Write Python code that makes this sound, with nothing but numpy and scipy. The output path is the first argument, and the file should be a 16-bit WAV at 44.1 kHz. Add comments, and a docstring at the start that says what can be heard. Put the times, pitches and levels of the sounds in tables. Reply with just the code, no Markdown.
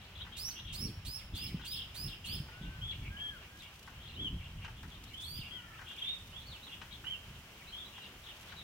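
"""In a leafy wood, a songbird gives seven sharp rising chirps, and one more later on.
Its voice box starts each chirp with a rasp, sweeps up and flicks down as it closes.
Other birds whistle arched notes and chatter hoarsely, and something calls far off;
trunks and leaves scatter every note. The hand-held camera rumbles and bumps,
twigs crackle, dry leaves rustle, and the air hisses softly."""
import sys
import numpy as np
from scipy import signal
from scipy.fft import rfft, irfft, next_fast_len
from scipy.io import wavfile

SR = 44100
rng = np.random.default_rng(int(sys.argv[2]) if len(sys.argv) > 2 else 0)


def dump_mix(stems):
    """Bounce the given channels to the path in sys.argv[1] as a 16-bit WAV at rate SR."""
    frames = np.atleast_2d(stems).T  # one column per channel
    limited = np.clip(frames, -1, 1)  # hard clip at full scale
    pcm = np.round(limited * 32767).astype(np.int16)
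    wavfile.write(sys.argv[1], SR, pcm)


N = 380583
T = np.arange(N) / SR


def undb(db):
    """Turn decibels into a number to multiply by."""
    return 10 ** (np.asarray(db) / 20)


def unit(x):
    """Scale a sound so that its average strength (rms) is 1."""
    return x / np.sqrt(np.mean(x ** 2))


def curves(rows):
    """Join the dots of a table: one line through time for each column after the first."""
    times, *columns = np.transpose(rows)
    return [np.interp(T, times, column) for column in columns]


def add(out, start_s, x):
    """Mix x into out, beginning at start_s."""
    i = max(int(start_s * SR), 0)
    out[..., i:i + x.shape[-1]] += x[..., :N - i]


def walk(size, rate):
    """Wander by about 1 either way, heading for a new random value `rate` times a second."""
    place = np.arange(size) * rate / SR
    return 1.2 * np.interp(place, np.arange(8192), rng.standard_normal(8192))


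def colour(x, points):
    """Shape bass and treble by points of (frequency [Hz], gain [dB]), fading steeply past the ends."""
    hz, db = np.transpose(points)
    size = next_fast_len(x.shape[-1])
    octave = np.log2(np.fft.rfftfreq(size, 1 / SR) + 1)
    outside = np.maximum(np.log2(hz[0]) - octave, 0) + np.maximum(octave - np.log2(hz[-1]), 0)
    gain = undb(np.interp(octave, np.log2(hz), db) - 41 * outside)
    return irfft(rfft(x, size) * gain, size)[..., :x.shape[-1]]


def sides(pan_db):
    """Gains for the two ears; the left is pan_db louder than the right."""
    return undb(np.array([[pan_db], [-pan_db]]) / 2)


def cycle(hz):
    """The angle (phase) a wave has turned through as it follows a changing pitch."""
    return 2 * np.pi * np.cumsum(hz) / SR


def arch(rise_s, fall_s, top_hz, up, down, roundness):
    """A pitch that climbs `up` octaves and sinks `down`, and the place along that arch, -1 to 1."""
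    t = np.arange(int((rise_s + fall_s) * SR)) / SR
    place = np.interp(t, [0, rise_s, rise_s + fall_s], [-1, 0, 1])
    return top_hz * 2 ** (-np.where(place < 0, up, down) * np.abs(place) ** roundness), place


def wood(x, near_db, far_db, near_s, far_s, left_lag_ms=0):
    """Add a quick echo off leaves and a long one off trunks; they fade 60 dB in near_s and far_s."""
    t = np.arange(SR) / SR
    scatter, tail = rng.standard_normal((2, 2, SR))
    scatter = unit(scatter ** 3 * undb(-60 * t / near_s) * (t > .002))
    tail = unit(tail * undb(-60 * t / far_s) * (1 - np.exp(-t / .016)))
    echo = (undb(near_db) * scatter + undb(far_db) * tail) / np.sqrt(SR)
    # the sound that comes straight to each ear
    echo[0, int(max(left_lag_ms, 0) * SR / 1000)] += 1
    echo[1, int(max(-left_lag_ms, 0) * SR / 1000)] += 1
    echo /= np.sqrt(np.sum(echo ** 2) / 2)
    return signal.fftconvolve(x * np.ones((2, 1)), echo, axes=1)[:, :N]


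# how loud the air is, before the gains below: (time [s], wash level [dB], hiss level [dB])
AIR_LEVELS = [(0.0, -66, -72), (0.89, -67, -73.5), (3.15, -65.5, -69.5), (4.42, -67.5, -71.5),
              (6.95, -65.5, -67.5), (8.63, -64, -67.5)]
# the tone of the soft wash: (frequency [Hz], gain [dB])
WASH_TONE = [(150, -28), (250, -13.5), (297, -15.5), (363, -2.5), (426, -4.5), (1370, -3), (1990, -3.5),
             (3050, 0.5), (3620, -7), (6000, -18), (7800, -36), (13200, -120)]
# the tone of the fine hiss: (frequency [Hz], gain [dB])
HISS_TONE = [(3500, -6.5), (5500, 3), (8000, -1), (11000, -4), (14500, -1.5), (16000, 0)]
# how alike the wash is in both ears: (frequency [Hz], likeness [0 to 1])
EAR_LIKENESS = [(200, 1), (600, 1), (1100, 0.85), (2000, 0.04), (8000, .18)]


def air(wash_gain_db=9, hiss_gain_db=4.5, lead_ms=.085):
    """Leaves and distance make a soft wash that reaches the left ear first, under a fine hiss."""
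    wash_db, hiss_db = curves(AIR_LEVELS)
    hz, alike = np.transpose(EAR_LIKENESS)
    f = np.fft.rfftfreq(N, 1 / SR)
    alike = np.interp(f, hz, np.clip(alike, -.99, .99))
    shared, opposite = rfft(rng.standard_normal((2, N)))
    ear = np.array([[1], [-1]])
    lead = np.exp(1j * np.pi * f * ear * lead_ms / 1000)
    wide = irfft((shared * np.sqrt(1 + alike) + ear * opposite * np.sqrt(1 - alike)) * lead, N)
    wash = unit(colour(wide, WASH_TONE)) * undb(wash_db + wash_gain_db + walk(N, 14))
    hiss = unit(colour(rng.standard_normal((2, N)), HISS_TONE))
    hiss *= undb(hiss_db + hiss_gain_db + .5 * walk(N, 40))
    return wash * sides(.5) + hiss * sides(-1.7)


# the camera's constant rumble, before its gain: (time [s], level [dB])
RUMBLE_LEVELS = [(0.0, -58), (0.62, -53), (2.69, -56), (2.83, -48.5), (3.65, -62), (4.47, -48.5),
                 (5.05, -59), (5.38, -55.5), (5.79, -62), (7.09, -58.5), (8.15, -63.5), (8.63, -57.5)]
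# the tone of that rumble: (frequency [Hz], gain [dB])
RUMBLE_TONE = [(12, -57), (20, -7), (54, 3), (97, 2.5), (173, -5), (220, -15), (290, -35.5), (480, -120)]
# the hand shifts its grip: (middle time [s], length [s], low level [dB], upper level [dB])
GRIP_SHIFTS = [(0.858, 0.081, -43.5, -44), (1.083, 0.032, -42, -57), (1.346, 0.032, -43, -52),
               (1.51, 0.17, -46.5, -53.5), (2.06, 0.081, -42, -54.5), (2.362, 0.12, -43.5, -53.5),
               (2.668, 0.075, -40.5, -53.5), (3.06, .15, -44, -56.5), (4.23, 0.081, -45.5, -47.5),
               (4.338, .06, -37.5, -50.5), (4.854, 0.065, -50, -54), (5.38, 0.16, -49.5, -66),
               (6.27, 0.16, -54.5, -73), (6.517, 0.042, -50, -74), (6.91, 0.43, -60, -66),
               (7.33, 0.14, -52, -69)]
# bumps on the camera body: (time [s], relative level [dB], pitch [Hz])
CAMERA_BUMPS = [(0.807, -33, 139), (.842, -31, 121), (.976, -32.5, 92), (1.547, -22.5, 161),
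                (2.404, -27.5, 136), (2.615, -31, 144), (5.392, -33, 156), (7.311, -37.5, 123)]


def handling(low_gain_db=2, upper_db=-66, unrest_db=2, bump_gain_db=-3, fade_cycles=.94):
    """The camera rumbles more with each shift of the grip, and its body rings briefly when bumped."""
    low = undb(curves(RUMBLE_LEVELS)[0] + low_gain_db + unrest_db * walk(N, 12))
    upper = undb(upper_db + unrest_db * walk(N, 12))
    for middle, length, shift_low_db, shift_upper_db in GRIP_SHIFTS:
        swell = np.exp(-2 * ((T - middle) / length) ** 2)
        low = np.hypot(low, undb(shift_low_db) * swell)
        upper = np.hypot(upper, undb(shift_upper_db) * swell)
    upper_tone = [(180, 3.5), (230, .5), (330, -3.5), (480, -18.5)]
    out = low * unit(colour(rng.standard_normal(N), RUMBLE_TONE))
    out += upper * unit(colour(rng.standard_normal(N), upper_tone))
    for start, db, hz in CAMERA_BUMPS:
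        turns = hz * np.arange(SR // 10) / SR
        shape = (1 - np.exp(-3 * turns)) * np.exp(-turns / fade_cycles)
        add(out, start - .003, undb(db + bump_gain_db) * 2 * np.sin(2 * np.pi * turns) * shape)
    return out


# spells of rustling: (time [s], length [s], level [dB])
LEAF_RUSTLES = [(3.524, 0.44, -65), (4.743, 0.53, -66), (5.8, .6, -66.5), (8.305, 0.52, -65)]


def leaves(ticks_per_s=160, tick_s=.0047):
    """Dry leaves brush each other in sprays of tiny ticks."""
    out = np.zeros((2, N))
    tone = [(2500, 16), (6000, 9), (10000, 3), (14000, 4), (16000, -17)]
    for start, length, db in LEAF_RUSTLES:
        size = int(length * SR)
        ticks = (rng.random(size) < ticks_per_s / SR) * rng.exponential(size=size)
        spray = signal.lfilter([1], [1, -np.exp(-1 / (tick_s * SR))], ticks)  # each tick dies away
        spray *= signal.windows.tukey(size, .4)  # fade in and out
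        add(out, start, undb(db) * unit(colour(spray * rng.standard_normal((2, size)), tone)))
    return out


# the loudest snaps: (time [s], relative level [dB], relative treble [dB])
TWIG_SNAPS = [(.485, -44, 3), (1.606, -43, -20), (2.484, -44, -28), (3.876, -39.5, -17), (4.646, -37.5, -5),
              (4.679, -41.5, -24), (5.791, -40.5, -27), (5.815, -38, -15), (6.816, -37, -0.5),
              (7.041, -40, -24), (8.522, -40, -5)]
# the woody tone of a snap: (frequency [Hz], gain [dB])
TWIG_TONE = [(400, -48), (800, 6), (1100, 2), (1600, 6.5), (2400, -5), (3500, -19), (6000, -15)]


def twigs(gain_db=-10, snap_s=.0081, crumble_s=.035, crumble_db=-6, treble_db=-4, small_count=14):
    """Each twig snaps, then crumbles in a short spray of grains; small ones crackle at random."""
    out, t = np.zeros((2, N)), np.arange(SR // 8) / SR
    small = [(when * N / SR, -48 + 5 * force, -12) for when, force in rng.random((small_count, 2))]
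    for start, db, bright_db in TWIG_SNAPS + small:
        grains = rng.standard_normal((2, len(t))) * undb(2 * walk(len(t), 587))
        grains = grains[0] + .34 * grains  # both ears share most of the snap
        body = unit(colour(grains, TWIG_TONE))
        edge = unit(colour(grains, [(3000, 14), (5500, -9), (9000, -17), (15000, -28)]))
        fade = np.exp(-t / snap_s) + undb(crumble_db) * np.exp(-t / crumble_s)
        add(out, start, undb(db + gain_db) * fade * (body + undb(bright_db + treble_db) * edge))
    return wood(out * sides(2.5), near_db=-4, far_db=-11, near_s=.041, far_s=.44)


def chorus(centre_hz=2950, db=-66, birds=4):
    """Birds twitter deep in the wood, blurred into its echo."""
    twitter = 0
    for _ in range(birds):
        hz = centre_hz * np.exp(.13 * walk(N, 60) + .05 * walk(N, 400))
        twitter = twitter + undb(12.7 * walk(N, 14)) * np.sin(cycle(hz))
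    return undb(db) * unit(wood(twitter, near_db=23, far_db=-12, near_s=.089, far_s=.34))


# the course of the distant call: (time [s], pitch [Hz], relative level [dB])
CALL_PATH = [(5.48, 470, -68), (5.54, 503, -57), (5.60, 485, -54), (5.67, 447, -55), (5.77, 445, -57),
             (5.86, 430, -66)]
# the higher tones it is made of: (multiple of the pitch, gain [dB])
CALL_OVERTONES = [(2, -13), (3, 0), (4, -2), (5, -9)]


def far_call(gain_db=-1):
    """A far-off call lifts, then falls; it is all overtones, which makes it sound nasal."""
    hz, db = curves(CALL_PATH)
    phase = cycle(hz * (1 + .03 * walk(N, 400)))
    sounding = (T > CALL_PATH[0][0]) & (T < CALL_PATH[-1][0])
    voice = sum(undb(tone_db) * np.sin(k * phase) for k, tone_db in CALL_OVERTONES)
    return wood(undb(gain_db + db) * sounding * voice, near_db=3, far_db=-2, near_s=.2, far_s=.7)


# low sliding notes: (time [s], rise [s], fall [s], top pitch [Hz], drop [octaves], level [dB])
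LOW_NOTES = [(2.488, 0.25, 0.11, 1538, 0.12, -57), (3.09, .19, .115, 1715, 0.51, -51),
             (3.469, 0.113, 0.036, 1645, .04, -63)]


def low_whistler(climb_octaves=.16, ends_db=-7, overtone_db=-11):
    """A bird whistles three slow arched notes, loudest at their tops."""
    out = np.zeros(N)
    for start, rise_s, fall_s, top_hz, drop, db in LOW_NOTES:
        hz, place = arch(rise_s, fall_s, top_hz, climb_octaves, drop, roundness=2.3)
        gain = undb(db + ends_db * place ** 2) * signal.windows.tukey(len(hz), .15)
        phase = cycle(hz * (1 + .004 * walk(len(hz), 110)))
        add(out, start, np.sqrt(2) * gain * (np.sin(phase) + undb(overtone_db) * np.sin(2 * phase)))
    return wood(out * sides(2), near_db=-7, far_db=-10, near_s=.12, far_s=.7, left_lag_ms=-.18)


# birds further in: (time [s], length [s], middle pitch [Hz], slide [octaves], level [dB])
HOARSE_CALLS = [(0.138, 0.089, 3400, .04, -55), (.312, 0.063, 3256, 0.16, -53),
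                (0.541, 0.075, 3140, .23, -50), (.63, 0.11, 3156, -0.26, -50.5),
                (1.321, 0.17, 3160, -0.28, -48.5), (1.601, 0.088, 3200, -0.04, -51.5),
                (1.69, 0.17, 3237, -0.32, -46), (2.068, 0.094, 3130, -0.67, -50),
                (2.223, 0.17, 3106, 0.099, -47), (2.606, 0.068, 3190, -0.21, -57),
                (2.898, .06, 3080, -0.42, -49.5), (3.045, 0.038, 2560, 0, -49.5),
                (3.585, .1, 3150, -0.29, -55.5), (3.984, 0.14, 3325, 0.35, -56),
                (4.385, .09, 2870, .28, -55.5), (4.612, 0.055, 2810, 0.11, -50.5),
                (4.895, 0.068, 3260, .13, -57), (5.33, 0.18, 2970, -0.21, -51),
                (5.852, 0.091, 3065, 0.023, -49.5), (5.944, 0.18, 3150, 0.23, -48.5),
                (6.712, 0.038, 3145, 0.076, -49), (6.9, 0.065, 3400, 0.14, -52),
                (7.912, .18, 3100, 0.0055, -54.5), (8.252, 0.068, 3142, -0.34, -52)]


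def chatter(warble=.09, rasp=.0404, faint_db=-60, faint_s=.06, faint_hz=2950, faint_count=34):
    """Short slides, hoarse because pitch and strength shake fast; fainter ones come at random."""
    out = np.zeros(N)
    faint = []
    for slot, (when, pitch, slide) in enumerate(rng.random((faint_count, 3))):
        start = (slot + when) * N / SR / faint_count
        faint.append((start, faint_s, faint_hz * 2 ** (.8 * (pitch - .5)), slide - .5, faint_db))
    for start, length, middle_hz, slide, db in HOARSE_CALLS + faint:
        size = int(length * SR)
        hz = middle_hz * 2 ** (slide * np.linspace(-.5, .5, size))
        hz *= 1 + warble * walk(size, 420) + rasp * walk(size, 1500)
        shape = signal.windows.tukey(size, .4) * undb(1.4 * walk(size, 151.7))
        add(out, start, undb(db) * unit(shape * np.sin(cycle(hz))))
    return wood(out, near_db=5, far_db=2, near_s=.045, far_s=.26)


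# whistles of nearer birds: (time [s], rise [s], fall [s], top pitch [Hz], climb [octaves],
# drop [octaves], level [dB], swell from start to end [dB], left minus right [dB])
WHISTLES = [(2.81, .055, 0.012, 3380, .17, .01, -46, 0, 3),
            (2.876, 0.017, 0.027, 3400, .02, .05, -38.5, -4, 2),
            (3.165, 0.051, 0.086, 3257, 0.16, 0.031, -43.5, 2, 3),
            (4.161, 0.059, 0.067, 3382, .27, 0.28, -41, 11.5, 0),
            (5.135, .075, 0.065, 3495, .27, 0.084, -46, -1, 2.5),
            (5.504, 0.034, 0.071, 3327, 0.13, 0.29, -49, 0, 4.5),
            (6.018, 0.11, 0.029, 3733, 0.21, 0.079, -40, -7, -3.5),
            (6.318, 0.065, 0.013, 3447, 0.37, 0.025, -50.5, 5, -3),
            (6.451, .028, 0.093, 4350, 0.056, 0.8, -52.5, 9, -1),
            (6.624, .02, 0.064, 4040, 0.12, 0.81, -52.5, -4, -2),
            (7.044, 0.0478, 0.0078, 3120, 0.16, .01, -45.5, -8, -4),
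            (7.098, 0.01, .048, 3166, 0.011, 0.23, -42.5, 6, -3),
            (7.67, .025, .028, 4100, 0.096, .04, -55, -4, -1),
            (7.72, 0.089, 0.049, 3454, 0.16, 0.085, -50, -8, 1.5),
            (7.843, 0.017, 0.016, 3930, .08, .06, -52, 3, -1),
            (8.558, 0.011, .055, 3940, 0.016, 0.18, -52.5, 2, 1)]


def whistlers(edge_s=.0042, close_level_db=-42.5, waver=.015, ends_db=-3, flutter_db=2):
    """Birds whistle nearly pure, fluttering arches; faint ones are further off, blurred by trees."""
    near, far = np.zeros((2, 2, N))
    for start, rise_s, fall_s, top_hz, climb, drop, db, swell_db, pan_db in WHISTLES:
        hz, place = arch(rise_s, fall_s, top_hz, climb, drop, roundness=1.8)
        distance = np.clip((close_level_db - db) / 10, 0, 1)  # 0 is near, 1 is far
        phase = cycle(hz * (1 + waver * (1 + distance) * walk(len(hz), 487.6)))
        fade = signal.windows.tukey(len(hz), 2 * edge_s / (rise_s + fall_s))
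        tone = np.sin(phase) + undb(-34.5) * np.sin(2 * phase) + undb(-38.5) * np.sin(3 * phase)
        effort_db = swell_db * place / 2 + ends_db * place ** 2 + flutter_db * walk(len(hz), 108)
        note = np.sqrt(2) * tone * fade * undb(db + effort_db) * sides(pan_db)
        add(near, start, note * np.sqrt(1 - distance))
        add(far, start, note * np.sqrt(distance))
    return (wood(near, near_db=-.5, far_db=-9, near_s=.1, far_s=.6, left_lag_ms=.1)
            + wood(far, near_db=2.5, far_db=-1, near_s=.03, far_s=.36))


# the songbird's chirps; the knee is where the steep sweep turns into a slow climb:
# (time [s], time to the top [s], knee pitch [Hz], top pitch [Hz], level [dB], relative rasp [dB])
SONG_CHIRPS = [(.366, .125, 4814, 6050, -40, -5.5), (.726, 0.13, 4770, 5600, -41.5, -5),
               (1.049, 0.12, 4750, 5400, -43, -5), (1.348, 0.11, 4690, 5276, -43, -7),
               (1.646, 0.11, 4670, 5220, -43.5, -5.5), (1.943, .122, 4720, 5330, -42.5, -7.5),
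               (2.246, .11, 4350, 5200, -43.5, -8), (5.200, .19, 4310, 4940, -46.5, -8.5)]
# extra tones in a chirp, where the halves make it harsh: (multiple of the pitch, gain [dB])
CHIRP_TONES = [(.5, -28), (1.5, -29), (2, -13), (2.5, -20), (3, -11)]


def songbird(fall_s=.06, knee_share=.28, hoarseness=.01, waver=.0045, flick_shake=.12,
             opening_db=5, flutter_db=1.6, burst_s=.0085, burst_db=.5, breath_db=-16):
    """The voice box (syrinx) opens with a rasp, sweeps up, climbs slowly and flicks down to close."""
    out = np.zeros((2, N))
    rasp_tone = [(2500, 4.5), (4500, 4), (7000, -.5), (9500, 1), (12000, -18), (16000, 3)]
    for start, top_s, knee_hz, top_hz, db, rasp_db in SONG_CHIRPS:
        knee_s, end_s = knee_share * top_s, top_s + fall_s
        size = int(end_s * SR)
        t = np.arange(size) / SR
        opening = np.exp(-(t / knee_s) ** 2)
        closing = np.sqrt(np.maximum(t - top_s, 0) / fall_s)
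        hz = np.interp(t, [0, .82 * knee_s, knee_s, top_s - .008, top_s, end_s],
                       [.72 * knee_hz, .95 * knee_hz, knee_hz, top_hz, top_hz, .26 * top_hz])
        # fast jitter of the vibrating skin smears the overtones more than the whistle
        jitter = hoarseness * (1 + opening) * rng.standard_normal(size // 10 + 1).repeat(10)[:size]
        wobble = waver * (1 + 4 * opening) * walk(size, 698)
        shake = flick_shake * closing * walk(size, 500)
        hz *= 1 + jitter + wobble + shake
        phase = cycle(hz)
        effort_db = np.interp(t, [0, .68 * knee_s, knee_s, .8 * top_s, top_s, end_s],
                              [-12, -5, -4.5, .5, -4, -26])
        effort = undb(effort_db + flutter_db * walk(size, 138))
        whistle = np.sqrt(2) * effort * np.sin(phase)
        extras = sum(undb(tone_db + opening_db * opening) * np.sin(k * phase) * (k * hz < SR / 2)
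                     for k, tone_db in CHIRP_TONES)
        rasp = unit(colour(rng.standard_normal(size), rasp_tone))
        burst = undb(burst_db) * t / burst_s * np.exp(1 - t / burst_s)
        breath = undb(breath_db) * np.sqrt(effort)
        treble = np.sqrt(2) * effort * extras + undb(rasp_db) * (burst + breath) * rasp
        # the bird sits to the right, and the left ear loses more of the treble than of the whistle
        add(out, start, undb(db) * (whistle * sides(-3) + treble * sides(-6)))
    return wood(out, near_db=1, far_db=-6, near_s=.18, far_s=.55, left_lag_ms=.055)


def scene():
    """All the birds, the wood and the camera, heard together."""
    voices = songbird() + whistlers() + chatter() + chorus() + low_whistler() + far_call()
    return voices + handling() + twigs() + leaves() + air()


def record(dry):
    """The camera steeply cuts the highest treble, above 15850 Hz."""
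    return signal.sosfilt(signal.ellip(10, .2, 70, 15850, fs=SR, output="sos"), dry)


dry = scene()
out = record(dry)
dump_mix(out)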